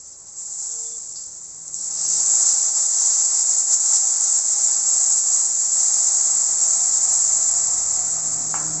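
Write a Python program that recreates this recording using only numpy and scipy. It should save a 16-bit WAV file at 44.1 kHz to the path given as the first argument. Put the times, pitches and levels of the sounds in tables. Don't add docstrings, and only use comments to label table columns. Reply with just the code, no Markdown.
import sys
import numpy as np
from scipy import signal
from scipy.fft import rfft, irfft, next_fast_len
from scipy.io import wavfile

SR = 44100
rng = np.random.default_rng(int(sys.argv[2]) if len(sys.argv) > 2 else 0)


def transcribe(signal):
    frames = np.atleast_2d(signal).T
    limited = np.clip(frames, -1, 1)
    pcm = np.round(limited * 32767).astype(np.int16)
    wavfile.write(sys.argv[1], SR, pcm)


def natural_amplitude(level_db):
    exponent = np.asarray(level_db, float) / 20
    return 10 ** exponent


N = 388080

# time in seconds, then rumble, motor drone, its lower octave and room hums in dB.
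KITCHEN_LEVELS = [(0, -64, -79, -69, -77), (.4, -65, -69, -72, -77), (1.1, -61.5, -71.5, -85, -73),
                  (1.45, -64, -63, -82, -77), (1.85, -59.5, -61, -68, -79), (2.15, -54, -54.5, -62, -76),
                  (2.35, -54.5, -68, -64, -67), (2.6, -55.5, -63.5, -73, -76),
                  (2.9, -58.5, -82, -85.5, -81), (4.4, -57.5, -72, -81, -78), (4.8, -56.5, -67, -80, -70.5),
                  (5.4, -58, -73, -79, -69.5), (5.7, -58.5, -62.5, -78, -67.5),
                  (6.7, -55, -63.5, -66.5, -65.5), (7.8, -53.5, -61.5, -62.5, -55),
                  (8.2, -53.5, -49.5, -66, -59.5), (8.55, -46.5, -45.5, -62, -58),
                  (8.8, -47.5, -38.5, -58, -56.5)]
# frequency in Hz, relative density in dB per Hz.
RUMBLE_SPECTRUM = [(12, -37), (20, -10), (57, -8), (76, -15), (107, -5.5), (135, -10), (172, -4.5),
                   (278, -5.5), (349, -3), (600, -5.5), (780, -31.5), (1320, -120)]
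# frequency in Hz, relative density in dB per Hz.
AIR_SPECTRUM = [(260, -35), (450, 0.5), (677, -7.5), (742, -5.5), (993, -1.5), (1030, 0.5), (2770, -18),
                (3300, -14.5), (4290, -42), (7260, -120)]
# time in seconds, level in dB.
DEEP_LEVELS = [(0, -69), (1.2, -64.5), (2.4, -66), (2.7, -74.5), (5.6, -74), (6.2, -62.5), (7.6, -63.5),
               (8.8, -56)]
# frequency in Hz, level against the drone in dB, waver in Hz.
MOTOR_BUZZ = [(308, -9.5, 6.0), (269.6, -11.5, 7.0)]
# frequency in Hz, level against the hum curve in dB, waver in Hz, flutter in dB.
ROOM_HUMS = [(117.4, 0.5, 1.2, 1.5), (47.2, -0.5, 2.4, 1.5)]
# start in seconds, length in seconds, frequency in Hz, crest level in dB.
HORN_NOTES = [(.688, .295, 461, -53.5), (.695, .065, 3510, -62), (.84, .055, 3510, -57),
              (.905, .065, 3510, -59.5)]
# time in seconds, knock peak in dB, centre in Hz, width in octaves, echo t60 in seconds,
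# echo level against the knock peak in dB.
CLINKS = [(1.158, -26, 5050, .4, .3, -11), (8.5415, -16.5, 1050, 1.15, .65, -17),
          (8.549, -33, 2400, .5, .16, -8), (1.753, -37, 5700, .1, .6, -3)]
# frequency in Hz, relative level in dB, t60 in seconds.
LADLE_MODES = [(895, -3, 0.084), (960, -12, 0.34), (1166, -7, 0.23), (1334, -8, 0.49), (1450, -14, 0.5),
               (1650, -25, 0.31), (1600, -24, .32), (2210, -14, .2)]
# time in seconds, peak in dB.
SPITS = [(.1255, -26), (.6685, -16), (.6985, -15), (1.6797, -13), (1.7428, -3.5), (1.7518, -14),
         (2.053, -11), (2.089, -10)]
# time in seconds, then sizzle, spatter and simmer in dB.
FRY_LEVELS = [(0, -39.5, -50, -67), (.27, -42, -49, -65), (.355, -37, -54, -64), (.385, -31, -62, -60.5),
              (.47, -31, -55, -62), (.68, -27, -45, -57), (1.1, -32, -46, -62.5), (1.47, -37.5, -50, -63),
              (1.735, -33, -56, -60), (1.76, -29, -45, -61), (1.92, -26, -36, -53),
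              (2.12, -20, -30.5, -48.5), (2.3, -16.5, -31.5, -45), (2.5, -16, -27.5, -43.5),
              (3.3, -17.5, -29.5, -45.5), (4.2, -18, -34, -46), (5.6, -15.5, -36.5, -44.5),
              (6.0, -17, -35.5, -44.5), (7.3, -17, -42.5, -44), (7.9, -20, -42.5, -44.5),
              (8.45, -23.5, -44, -47), (8.8, -24, -43, -47)]
# centre in seconds, height in dB, length in seconds.
LEVEL_BUMPS = [(2.61, -3, 0.064), (2.728, -4.5, .07), (2.892, -3, 0.1), (3.423, -1.5, 0.043),
               (3.654, -4, 0.087), (3.73, 5, 0.034), (3.793, -1.5, 0.11), (3.944, 4.5, .07),
               (4.004, -1.5, .05), (4.427, -3, 0.058), (4.6, -0.5, 0.069), (4.69, 1, 0.057),
               (4.818, -2, 0.097), (5.233, -4, .07), (5.54, -4.5, 0.26), (5.697, -3, 0.055),
               (5.774, 0, .05), (6.557, -2.5, 0.11), (6.632, 2.5, .04), (7.453, -1, 0.055)]
# frequency in Hz, relative density in dB per Hz.
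SIZZLE_SPECTRUM = [(2900, -47.5), (5000, -22.5), (6300, -11), (7250, -2.5), (7500, 0.5), (7750, -2),
                   (7950, -6), (8100, -24), (9000, -67)]
# frequency in Hz, relative density in dB per Hz.
TOP_BAND_SPECTRUM = [(7600, -44.5), (7900, -12.5), (8050, -8.5), (8400, -3.5), (8520, -10), (8650, -33.5),
                     (9200, -72)]
# frequency in Hz, relative density in dB per Hz.
SPATTER_SPECTRUM = [(1650, -58.5), (2800, -32.5), (3050, -36.5), (6200, 0.5), (8060, -27.5), (13600, -120)]
# frequency in Hz, relative density in dB per Hz.
SIMMER_SPECTRUM = [(220, -39), (380, -23), (458, -13.5), (599, -11.5), (649, -1.5), (709, -7), (775, 3),
                   (969, 0), (1310, -1), (1640, -6.5), (2090, -7.5), (2730, -16), (3200, -47),
                   (4160, -46.5), (7040, -120)]
# frequency in Hz, width in Hz, level against the simmer in dB
# at mid-scene, growth in dB per second as the sauce heats.
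PAN_MODES = [(458, 3.4, -30.5, -2.5), (678, 4.8, -14, 0), (733, 5.1, -22.5, 4.5), (786, 37, -15.5, 0.3),
             (842.4, 11, -16, -1), (939, 60, -16, 0.5), (1144, 24, -24, -3), (1247, 7.9, -25, 3.5),
             (1397, 17, -22, 0.5), (2026, 28, -24.5, 0.5)]


def rms_one(x):
    return x / np.sqrt(np.mean(x ** 2) + 1e-20)


def in_time(rows):
    time_s, *columns = np.transpose(rows)
    return [np.interp(np.arange(N) / SR, time_s, column) for column in columns]


def noise():
    return rng.standard_normal(N)


def colour(x, spectrum):
    hz, db = np.transpose(spectrum)
    size = next_fast_len(N)
    bins_hz = np.maximum(np.arange(size // 2 + 1) * SR / size, 1)
    gain_db = np.interp(np.log(bins_hz), np.log(hz), db, left=-150, right=-150)
    return rms_one(irfft(rfft(x, size) * natural_amplitude(gain_db), size)[:N])


def drift(rate_hz):
    step = 20
    r = np.exp(-2 * np.pi * step * rate_hz / SR)
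    draws = rng.standard_normal(N // step + 4002)
    slow = signal.lfilter([1], [1, -2 * r, r * r], draws)[4000:]
    return np.interp(np.arange(N) / step, np.arange(len(slow)), rms_one(slow))


def band(x, hz, octaves):
    edges_hz = [hz * 2 ** (-octaves / 2), min(hz * 2 ** (octaves / 2), SR * .45)]
    sos = signal.butter(3, edges_hz, "band", fs=SR, output="sos")
    return signal.sosfilt(sos, x + 1e-18)


def resonance(x, hz, width_hz):
    r, w = np.exp(-np.pi * width_hz / SR), 2 * np.pi * hz / SR
    return signal.lfilter([0, np.sin(w)], [1, -2 * r * np.cos(w), r * r], x + 1e-18)


def tone(hz, level_db, waver_hz):
    phase = 2 * np.pi * np.cumsum(hz + waver_hz * drift(4)) / SR
    return np.sqrt(2) * natural_amplitude(level_db) * np.sin(phase)


def kitchen():
    rumble_db, drone_db, octave_db, hum_db = in_time(KITCHEN_LEVELS)
    deep_db = in_time(DEEP_LEVELS)[0]
    out = natural_amplitude(rumble_db + 0.65 * drift(4.3)) * colour(noise(), RUMBLE_SPECTRUM)
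    out += natural_amplitude(-68.5) * colour(noise(), AIR_SPECTRUM)
    out += natural_amplitude(deep_db + 2.5 * drift(3)) * rms_one(band(noise(), 36, octaves=3.8))
    drone_hz = 159
    for hz, db in (drone_hz, drone_db), (drone_hz / 2, octave_db):
        out += tone(hz, db + 1.5 * drift(5.4), waver_hz=1.8)
    for hz, db, waver_hz in MOTOR_BUZZ:
        out += tone(hz, drone_db + db + 2.8 * drift(3.4), waver_hz)
    for hz, db, waver_hz, flutter_db in ROOM_HUMS:
        out += tone(hz, hum_db + db + flutter_db * drift(2.7), waver_hz)
    return out


def horn():
    edge_s, slope_db, crest = .02, 12, .6
    t, out = np.arange(N) / SR, 0
    for start_s, length_s, hz, db in HORN_NOTES:
        inside_s = np.minimum(t - start_s, start_s + length_s - t)
        gate = np.clip(inside_s / edge_s + .5, 0, 1)
        off_crest = np.clip(np.abs((t - start_s) / length_s - crest), 0, 1)
        out = out + gate * tone(hz, db - slope_db * off_crest, waver_hz=1.06)
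    return out


def clinks():
    out, t = np.zeros(N), np.arange(SR) / SR
    for start_s, peak_db, hz, octaves, t60_s, echo_db in CLINKS:
        knock = band(1. * (t == 0), hz, octaves)
        echo = rms_one(band(rng.standard_normal(SR), hz, octaves))
        onset = 1 - np.exp(-t / .004)
        sound = knock / np.abs(knock).max() + natural_amplitude(echo_db - 60 * t / t60_s) * onset * echo
        at = round(start_s * SR)
        out[at:at + SR] += natural_amplitude(peak_db) * sound[:N - at]
    return out


def ladle():
    start_s, peak_db = CLINKS[1][:2]
    click = np.zeros(N)
    click[round(start_s * SR)] = natural_amplitude(peak_db - 13)
    contact = band(click, 1250, octaves=1.8)
    out = 0
    for hz, db, t60_s in LADLE_MODES:
        width_hz = np.log(1000) / (np.pi * t60_s)
        out = out + natural_amplitude(db) * resonance(contact, hz, width_hz)
    return out


def spits():
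    impulse = 1. * (np.arange(400) == 0)
    click = band(band(impulse, 7400, .5), 7200, .7)
    hits = np.zeros(N)
    for start_s, peak_db in SPITS:
        hits[round(start_s * SR)] = natural_amplitude(peak_db)
    return np.convolve(hits, click / np.abs(click).max())[:N]


def level_bumps():
    t = np.arange(N) / SR
    return sum(db * np.exp(-(2 * (t - s) / length_s) ** 2) for s, db, length_s in LEVEL_BUMPS)


def bursts(per_s, spread_db):
    sizes = natural_amplitude(spread_db * np.minimum(rng.exponential(1, N), 4))
    signs = rng.choice([-1, 1], N)
    return rms_one(sizes * signs * (rng.random(N) < per_s / SR))


def crackle(spectrum, per_s, spread_db, smooth_db, surge_db):
    mix = bursts(per_s, spread_db) + natural_amplitude(smooth_db) * noise()
    return colour(natural_amplitude(surge_db) * mix, spectrum)


def pan_ringing(rush):
    heating_s = (np.arange(N) - N / 2) / SR
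    out = 0
    for hz, width_hz, db, growth_db_per_s in PAN_MODES:
        level_db = db + growth_db_per_s * heating_s + 0.62 * drift(2.7)
        out = out + natural_amplitude(level_db) * rms_one(resonance(rush, hz, width_hz))
    return out


def bubbles(per_s, cycles, rush_db, surge_db):
    clicks = bursts(per_s, spread_db=1.5)
    pitch_index, rings = rng.integers(0, 24, N), 0
    for k, hz in enumerate(np.geomspace(420, 3000, 24)):
        ring = resonance(clicks * (pitch_index == k), hz, width_hz=1.4 * hz / cycles)
        rings = rings + np.sqrt(hz) * rms_one(ring)
    rush = band(noise(), 1100, octaves=3.13)
    mix = rms_one(rings) + natural_amplitude(rush_db) * rms_one(rush)
    surge = natural_amplitude(surge_db)
    return colour(surge * mix, SIMMER_SPECTRUM) + surge * pan_ringing(rush)


def pan():
    sizzle_db, spatter_db, simmer_db = in_time(FRY_LEVELS)
    bump_db = level_bumps()
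    boil = 0.62 * drift(11) + 0.37 * drift(30)
    sizzle = crackle(SIZZLE_SPECTRUM, per_s=3500, spread_db=5.0, smooth_db=5.0,
                     surge_db=0.73 * boil + 0.65 * drift(44))
    top_band = crackle(TOP_BAND_SPECTRUM, per_s=820, spread_db=0.5, smooth_db=-4.5,
                       surge_db=2.5 * boil + 1.6 * drift(45))
    spatter = crackle(SPATTER_SPECTRUM, per_s=3600, spread_db=0.0, smooth_db=2.5,
                      surge_db=0.43 * boil + 2.5 * drift(13))
    simmer = bubbles(per_s=1600, cycles=48, rush_db=7.0, surge_db=0.69 * boil + 0.15 * drift(22))
    out = natural_amplitude(sizzle_db + bump_db) * (sizzle + natural_amplitude(-2.5) * top_band)
    out += natural_amplitude(spatter_db + 1.2 * bump_db) * spatter
    return out + natural_amplitude(simmer_db + bump_db) * simmer


def scene():
    return (kitchen() + horn() + clinks() + ladle() + spits() + pan())[None]


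def band_limit(x):
    return signal.sosfilt(signal.butter(12, 9230, fs=SR, output="sos"), x)


def record(dry):
    rounded = 0.71 * np.tanh(dry / 0.69)
    low_pass = signal.cheby2(14, 60, 8720, fs=SR, output="sos")
    mix = signal.sosfilt(low_pass, rounded)
    return band_limit(mix)


dry = scene()
out = record(dry)
transcribe(out)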